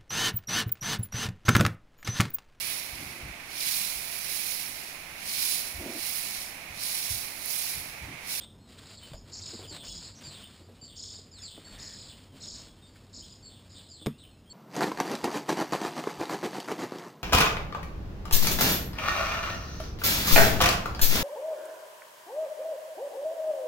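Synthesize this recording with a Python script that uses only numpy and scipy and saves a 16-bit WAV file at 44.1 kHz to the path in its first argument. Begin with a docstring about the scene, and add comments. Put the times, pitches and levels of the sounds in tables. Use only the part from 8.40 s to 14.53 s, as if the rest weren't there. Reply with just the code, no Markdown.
"""A rough, short bird whistle and the first stroke of a rag open the scene, over a low outdoor bed with a hum.
Small birds twitter in a yard, heard from inside a parked car: gliding sines that flutter when rough.
Someone wipes the controls (grainy noise), shifts on the seat (dull noise), thumps the car body (low sines)
and late on knocks the trim (a noise crack and a boom of cabin modes).
A small mono camera samples coarsely, which mirrors every chirp into the high treble."""
import sys
import numpy as np
from scipy import signal
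from scipy.fft import rfft, irfft
from scipy.io import wavfile

SR = 44100
rng = np.random.default_rng(int(sys.argv[2]) if len(sys.argv) > 2 else 0)


def transcribe(u):
    """Save the signal u as a 16-bit wav file named by the first command-line argument.

    u: samples, shape (n,) or (channels, n), limited to [-1, 1]; the rate is SR.
    q: integer samples, one column per channel.
    """
    v = np.clip(np.atleast_2d(u).T, -1, 1)
    q = np.round(v * 32767).astype(np.int16)
    wavfile.write(sys.argv[1], SR, q)


N = 270333  # length of the scene [samples]


def amp(db):
    """Turns decibels into gain."""
    return 10 ** (np.asarray(db) / 20)


def unit(x):
    """Scales a sound to an rms of one."""
    return x / np.sqrt(np.mean(x ** 2) + 1e-20)


def add(mix, s, sound):
    """Mixes a sound in at time s [s], cut off at the end of the mix."""
    part = mix[max(round(s * SR), 0):][:len(sound)]
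    part += sound[:len(part)]


def seconds(length):
    """Gives a time axis [s]."""
    return np.arange(int(length * SR)) / SR


def sine(hz):
    """Sounds a sine whose pitch [Hz] follows a curve, sample by sample."""
    return np.sin(2 * np.pi * np.cumsum(hz) / SR)


def colour(x, points):
    """Filters by a spectrum of (frequency [Hz], level [dB]) points, joined along log frequency."""
    hz, db = np.transpose(points)
    bins_hz = np.fft.rfftfreq(len(x), 1 / SR)
    gain = amp(np.interp(np.log(bins_hz + 1), np.log(hz + 1), db))
    return irfft(rfft(x) * gain, len(x))


def wander(size, hz):
    """Smooth random drift of rms one: noise under a Gaussian low-pass of the given width [Hz]."""
    f = np.fft.rfftfreq(size, 1 / SR)
    return unit(irfft(rfft(rng.standard_normal(size)) * np.exp(-.5 * (f / hz) ** 2), size))


def resonate(x, hz, width_hz):
    """Rings one fixed resonance."""
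    return signal.lfilter(*signal.iirpeak(hz, hz / width_hz, SR), x)


def level(curve):
    """Turns a (time [s], level [dB]) curve into a gain for every sample."""
    return amp(np.interp(np.arange(N) / SR, *np.transpose(curve)))


def trapezoid(t, length, rise_s, fall_s):
    """Fades in and out in straight lines."""
    return np.minimum(np.minimum(t / rise_s, (length - t) / fall_s), 1)


def reflections(x, t60):
    """Sparse echoes of random sign that die away by 60 dB in t60 [s]."""
    t = seconds(.6)
    struck = rng.random(len(t)) < 2000 / SR  # about 2000 echoes a second
    taps = rng.choice([-1, 1], len(t)) * struck * amp(-60 * t / t60)
    return signal.fftconvolve(x, taps / np.linalg.norm(taps))[:N]


# spectrum of the steady outdoor noise: (frequency [Hz], relative density [dB per Hz])
AIR_SPECTRUM = [(12, -41), (20, -14), (43, 0.5), (75, 0), (98, 1), (139, -4.5), (229, -4), (945, -22),
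                (1110, -22), (2110, -27.5), (3550, -25.5), (4610, -30.5), (5190, -22), (5700, -28.5),
                (7410, -50), (12500, -120)]


def background(air_db=-56.5, hum_db=-61.0):
    """Distant outdoor noise of fixed colour, with a faint low hum that wavers in pitch and level."""
    air = unit(colour(rng.standard_normal(N), AIR_SPECTRUM))
    hum_hz = 91 + 3.33 * wander(N, 7.3)
    hum = amp(2 * wander(N, 7.0)) * sine(hum_hz)
    return amp(air_db) * air + amp(hum_db) * unit(hum)


def birds(cabin_db=-6, yard_db=-2.5):
    """Notes and chatter scatter round the cabin and echo from the yard; the chatter is the more diffuse."""
    notes = short_whistles() + far_peeps() + peeps() + slurs()
    bursts = chatter()
    scattered = bursts + amp(-6) * reflections(bursts, t60=.06)
    song = notes + amp(-2.0) * scattered
    cabin = reflections(song, t60=0.1)
    yard = reflections(song, t60=0.42)
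    return song + amp(cabin_db) * cabin + amp(yard_db) * yard


def note(length, start_hz, middle_hz, end_hz, db, rough, flutter_hz=330, swing=0.102, waver=0.0072, fade_s=0.0038):
    """A whistle glides unsteadily along an arc; in rough notes pitch and strength flutter."""
    t = seconds(length)
    arc = np.polyval(np.polyfit([0, .5, 1], [start_hz, middle_hz, end_hz], 2), t / length)
    flutter = swing * rough * wander(len(t), flutter_hz)
    hz = arc * (1 + flutter + waver * wander(len(t), 145))
    swell = trapezoid(t, length, fade_s, fade_s) * amp(3.1 * np.sin(np.pi * t / length))
    strength = swell * amp(5.5 * rough * wander(len(t), 180))
    return amp(db) * unit(strength * sine(hz))


def glide(length, hz, sweep_hz, bow_hz, db, rough):
    """A note sweeps through its pitch along a slightly bowed line."""
    return note(length, hz - sweep_hz / 2, hz + bow_hz, hz + sweep_hz / 2, db, rough)


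# short whistles, most sweeping up (+) or down (-), and three faint low falling tones:
# (time [s], length [s], middle pitch [Hz], sweep [Hz], level before echoes [dB rms], roughness [0-1])
SHORT_WHISTLES = [(0.0, 0.05, 3500, 500, -49.5, .55), (0.568, 0.031, 4000, -1370, -55, .5),
                  (.626, 0.031, 3050, 302, -54.5, .45), (0.722, .077, 4950, 700, -59, .4),
                  (1.235, 0.028, 3200, -700, -50, 0.28), (1.39, 0.044, 3380, 442, -51.5, 0.36),
                  (1.467, 0.025, 2930, 750, -51, 0.17), (1.557, .033, 4870, 702, -48, 0.17),
                  (1.634, 0.038, 4400, 1372, -49.5, 0.23), (2.03, 0.033, 3220, 1180, -51, 0.17),
                  (2.912, 0.1, 4220, -2000, -54.5, .14), (2.981, .035, 1950, -900, -67, 0),
                  (3.014, .033, 2450, -1200, -66, .1), (3.239, .055, 1750, -1100, -64, 0.17),
                  (3.324, .045, 3470, 632, -57.5, 0.43), (3.682, 0.053, 3350, -1300, -53, 0.54),
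                  (4.434, .14, 4620, 0, -69, 0.38), (4.819, 0.036, 3200, 468, -55.5, 0.48),
                  (5.339, 0.078, 3600, -870, -54.5, 0.84), (5.7, .09, 2680, 600, -69, .17),
                  (5.778, 0.082, 3600, -1600, -57.5, 0.68)]


def short_whistles(bow_hz=40.2):
    """Short whistles, most sweeping quickly, many roughened by flutter; three are faint low falling tones."""
    out = np.zeros(N)
    for s, length, hz, sweep_hz, db, rough in SHORT_WHISTLES:
        add(out, s, glide(length, hz, sweep_hz, bow_hz, db, rough))
    return out


PEEP_ROUGH = 0.067  # shared by near and far peeps


def far_peeps(per_s=3.6, length=.09, low_hz=2920, high_hz=5080, sweep_hz=600, bow_hz=118.6, db=-71.5):
    """Birds further off peep faintly at random times, pitches and sweeps (up to sweep_hz either way)."""
    out = np.zeros(N)
    for when, pitch, sweep in rng.random((round(per_s * N / SR), 3)):
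        hz = low_hz + pitch * (high_hz - low_hz)
        peep = glide(length, hz, sweep_hz * (2 * sweep - 1), bow_hz, db, PEEP_ROUGH)
        add(out, when * N / SR, peep)
    return out


def stroke(length, db, grip_share=0.23, lift_s=0.039, ease_db=1.5):
    """Pressure of one stroke: the cloth takes hold, eases off along its length, and lifts."""
    t = seconds(length)
    return amp(db - ease_db * t / length) * trapezoid(t, length, grip_share * length, lift_s)


# strokes of the rag: (time [s], length [s], level before easing off [dB])
RAG_STROKES = [(0.0, 0.066, -52), (0.252, 0.33, -53), (0.582, 0.2, -54.5), (0.835, 0.22, -57),
               (1.026, 0.27, -51.5), (1.303, 0.11, -47), (1.419, 0.084, -52), (1.53, 0.084, -58.5),
               (1.597, 0.13, -52), (1.749, .3, -52), (2.013, 0.23, -58), (2.7, 0.085, -61),
               (2.95, 0.15, -58.5), (3.14, 0.17, -57), (3.26, 0.25, -52.5), (3.488, .41, -58.5),
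               (3.916, 0.19, -55.5), (4.109, 0.21, -55.5), (4.532, 0.095, -61), (5.138, 0.35, -62.5)]
# spectrum of the rubbing cloth: (frequency [Hz], relative density [dB per Hz])
RAG_SPECTRUM = [(120, -41), (200, -0.5), (354, -8.5), (645, -6), (877, -12), (1010, -8), (2020, -9.5),
                (3340, -6.5), (4540, -5), (5600, -11.5), (7280, -40), (12300, -120)]


def rag(uneven_db=1.25):
    """Cloth catches and slips in fine grains under each stroke, with a light touch between strokes."""
    pressure, touch = np.zeros(N), np.zeros(N)
    for s, length, db in RAG_STROKES:
        add(pressure, s, stroke(length, db))
    add(touch, .1, stroke(5.35, -65.5))
    grains = rng.standard_normal(N) * amp(1.53 * wander(N, 52) + 1.65 * wander(N, 900))
    cloth = unit(colour(grains, RAG_SPECTRUM))
    return np.hypot(pressure, touch) * amp(uneven_db * wander(N, 15)) * cloth


# level of the seat's rustle as the body leans and settles: (time [s], level [dB])
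SEAT_SHIFTING = [(0.0, -61), (1.05, -58.5), (1.35, -52.5), (1.72, -61), (1.85, -56), (2.1, -64.5),
                 (3.1, -64.5), (3.42, -54.5), (3.8, -61.5), (4.05, -57.5), (4.5, -63.5), (5.35, -62),
                 (5.6, -68)]
# spectrum of the rustle: (frequency [Hz], relative density [dB per Hz])
SEAT_SPECTRUM = [(59, -29), (100, 1.5), (118, -4), (205, -5), (420, -16), (601, -14.5), (791, -23),
                 (900, -17), (1170, -26), (1980, -120)]
# soft bumps and rubs on seat and wheel:
# (time [s], level at onset [dB], pitch [Hz], decay by 60 dB [s])
SOFT_BUMPS = [(0.733, -43, 595, 0.1), (1.132, -41, 297, 0.13), (1.149, -42, 270, 0.074),
              (1.19, -42.5, 398, 0.24), (1.236, -44, 446, 0.11), (1.31, -45, 300, 0.11),
              (1.544, -47.5, 160, 0.17), (2.208, -48, 285, 0.1), (2.287, -52.5, 480, 0.23),
              (2.423, -48.5, 222, 0.089), (2.788, -46, 298, 0.048), (3.178, -43, 380, 0.063),
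              (3.937, -48, 266, 0.17), (4.557, -57, 1480, 0.08), (4.775, -48.5, 203, 0.21),
              (5.614, -43.5, 300, 0.073)]


def seat():
    """Upholstery rustles dully as coloured noise; elbows and knees bump it, noise in a broad resonance."""
    out = level(SEAT_SHIFTING) * unit(colour(rng.standard_normal(N), SEAT_SPECTRUM))
    t = seconds(.3)
    for s, db, hz, t60 in SOFT_BUMPS:
        narrow = resonate(rng.standard_normal(len(t)), hz, 0.31 * hz)
        rub = unit(resonate(narrow, hz, 2.1 * hz))
        add(out, s, amp(db - 60 * t / t60) * rub)
    return out


def burst(length, db, fade_db, top_hz, sink_hz, dive_hz, sweeps_per_s=35, uneven=0.1727):
    """Many times a second the pitch drops fast and climbs back; the whole burst sinks as its level slopes."""
    t = seconds(length)
    turns = sweeps_per_s * np.cumsum(1 + .2 * wander(len(t), 15.1)) / SR
    # one turn: hold the top, drop fast, climb most of the way, then ease back to the top
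    dive = np.interp(turns % 1, [0, .25, .42, .78, 1], [0, 0, 1, .1, 0])
    dive *= 1 + uneven * wander(len(t), 24.6)
    rasp_hz = 290 * wander(len(t), 450)
    hz = top_hz - sink_hz * t / length - dive_hz * dive + rasp_hz
    voice = amp(-2 * dive + 2 * wander(len(t), 100)) * sine(hz)
    edges = trapezoid(t, length, 0.018, 0.022)
    return amp(db - fade_db * t / length) * unit(voice) * edges


# bursts of chatter: (time [s], length [s], starting level before scatter and mix [dB],
# fade over the burst [dB], top pitch [Hz], sinking of the pitch [Hz], depth of the dives [Hz])
CHATTER_BURSTS = [(0.439, .26, -55.5, 4, 4953, 701, 1290), (0.913, 0.1, -44, 2, 5400, -16, 1013),
                  (1.005, 0.22, -42, 10.5, 5116, 251.5, 1614), (1.434, .27, -44.5, 6.5, 5325, 452.5, 1252),
                  (2.555, 0.25, -44, 6, 5460, 597.5, 1554), (3.382, 0.35, -44.5, 10, 5440, 800.5, 1459),
                  (3.999, 0.24, -43.5, 8, 5400, 255, 1556), (4.723, 0.099, -50, -3.5, 5306, 98, 1430),
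                  (4.828, 0.15, -52.5, 7, 5370, 296, 1924), (5.292, 0.22, -55.5, 7.5, 5140, 1191, 1130)]


def chatter():
    """Near birds chatter in bursts of fast, raspy pitch dives."""
    out = np.zeros(N)
    for s, *shape in CHATTER_BURSTS:
        add(out, s, burst(*shape))
    return out


# thumps that rock the car body: (time [s], level at onset [dB], pitch [Hz], decay by 60 dB [s])
BODY_THUMPS = [(0.717, -38, 138, 0.11), (.742, -40, 45.3, 0.26), (1.484, -44.5, 47, 0.52),
               (1.869, -45.5, 140, 0.32), (3.32, -49, 41.8, 0.69), (4.13, -47, 56.4, 0.34)]


def thumps():
    """The car body answers a shift of weight with a few slow swings: low decaying sines."""
    out, t = np.zeros(N), seconds(.4)
    for s, db, hz, t60 in BODY_THUMPS:
        add(out, s, amp(db - 60 * t / t60) * np.sin(2 * np.pi * hz * t))
    return out


# hard contacts on the trim: (time [s], level of the crack [dB])
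TRIM_CONTACTS = [(0.735, -37.5), (1.305, -66), (5.6615, -24), (5.6663, -43), (5.6675, -24)]
# spectrum of the crack: (frequency [Hz], relative density [dB per Hz])
TRIM_SPECTRUM = [(180, -11), (300, 3), (903, -26), (1200, -8), (1570, -14), (2080, -11.5), (2860, -21),
                 (3690, -11), (4230, -25), (5270, -14), (5600, -21), (7280, -52), (12300, -120)]
# panel and cabin modes under the loud knock:
# (frequency [Hz], level before the soft onset [dB], decay by 60 dB [s])
CABIN_MODES = [(55, -50, 0.17), (96, -46, 0.065), (146, -24, 0.14), (213, -26.5, 0.15),
               (234.2, -25.5, 0.16), (276, -21, 0.059), (437, -21.5, 0.056), (494, -29.5, 0.05),
               (620, -32.5, 0.045), (1103, -36, 0.037), (950, -45, 0.1)]


def knock(crack_t60=0.0088, tail_db=-21, tail_t60=0.16, boom_s=5.6685):
    """Hard contacts crack on the trim as brief noise with a weak tail; panel and cabin boom at the loudest."""
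    out, t = np.zeros(N), seconds(.4)
    for s, db in TRIM_CONTACTS:
        decay = amp(-60 * t / crack_t60) + amp(tail_db - 60 * t / tail_t60)
        crack = unit(colour(rng.standard_normal(len(t)), TRIM_SPECTRUM))
        add(out, s, amp(db) * decay * crack)
    boom = sum(amp(db - 60 * t / t60) * np.sin(2 * np.pi * hz * t) for hz, db, t60 in CABIN_MODES)
    soft_onset = 1 - np.exp(-t / 0.0016)
    add(out, boom_s, boom * soft_onset)
    return out


# peeps, clean notes arched about one pitch:
# (time [s], length [s], pitch [Hz], arch [Hz], level before echoes [dB rms])
PEEP_NOTES = [(0.929, 0.037, 4450, 44, -50.5), (1.487, .055, 3250, 142, -50), (1.5, .05, 3850, 85, -55),
              (1.75, 0.057, 5640, 90, -56), (2.37, 0.11, 2900, 138, -73), (2.982, .05, 5130, 150, -57),
              (3.243, 0.077, 4420, 40, -53.5), (4.258, 0.056, 3360, 13, -64),
              (4.418, 0.062, 3700, -64, -64), (5.592, .04, 3450, 20, -54), (5.883, .12, 2900, -340, -73.5),
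              (6.057, .063, 3130, 122, -63), (6.097, 0.049, 4420, 38, -52)]


def peeps():
    """Near birds peep: nearly clean whistles bend away from one pitch and return."""
    out = np.zeros(N)
    for s, length, hz, arch_hz, db in PEEP_NOTES:
        add(out, s, glide(length, hz, 0, arch_hz, db, PEEP_ROUGH))
    return out


# slurred calls, a falling whistle that breaks into a rasp: (time [s], whistle length [s], top pitch [Hz],
# end pitch [Hz], whistle level before echoes [dB rms], rasp level before echoes [dB rms])
SLUR_CALLS = [(1.273, 0.081, 5154, 3680, -48.5, -54), (1.832, .085, 4970, 3953, -49, -52.5),
              (2.412, 0.064, 4623, 4514, -51, -57), (3.015, 0.062, 5190, 3885, -46.5, -52),
              (5.025, .06, 4560, 4310, -54, -59), (5.486, 0.081, 5066, 4045, -53.5, -56.5)]


def slurs(bow_hz=30, rough=0.11, trail_s=.02, trail_db=-6, trail_rough=0.54):
    """A whistle falls, trailed by a weaker, rougher copy of its glide, and ends in a fluttering rasp."""
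    out = np.zeros(N)
    for s, length, top_hz, end_hz, db, rasp_db in SLUR_CALLS:
        fall = length, (top_hz + end_hz) / 2, end_hz - top_hz, bow_hz
        add(out, s, glide(*fall, db, rough))
        add(out, s + trail_s, glide(*fall, db + trail_db, trail_rough))
        rasp = glide(.1, 3460, -246, 0, rasp_db, rough=0.76)  # same pitches in every slur
        add(out, s + length, rasp)
    return out


# one faint squeak under the rag: (time [s], length [s], level before easing off [dB])
SQUEAK_STROKE = (3.33, 0.263, -58.5)


def squeak(hz=1820, width_hz=240):
    """The rubbed surface sings hoarsely: noise in one narrow resonance under the pressure of a stroke."""
    s, length, db = SQUEAK_STROKE
    out, pressure = np.zeros(N), stroke(length, db)
    voice = unit(resonate(rng.standard_normal(len(pressure)), hz, width_hz))
    add(out, s, pressure * voice)
    return out


def scene():
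    """One microphone hears every source and feeds both channels."""
    mono = background() + birds() + rag() + seat() + thumps() + knock() + squeak()
    return np.tile(mono, (2, 1))


def record(dry, corner_hz=5680, steepness=44, camera_rate=12000, hold_count=4, edge_hz=15400):
    """The camera samples slowly and holds each value, mirroring the sound about half its rate; then a band limit."""
    hz = np.fft.rfftfreq(N, 1 / SR)
    smooth = irfft(rfft(dry) / np.sqrt(1 + (hz / corner_hz) ** steepness), N)
    # a grid hold_count times finer than the camera's rate, so that each value can be held as steps
    fine = signal.resample(smooth, hold_count * round(N * camera_rate / SR), axis=1)
    steps = np.repeat(fine[:, ::hold_count], hold_count, axis=1)
    held = signal.resample(steps, N, axis=1)
    band_limit = signal.firwin(511, edge_hz, window=("kaiser", 9), fs=SR)
    return signal.oaconvolve(held, band_limit[None], "same")


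dry = scene()
out = record(dry)
transcribe(out)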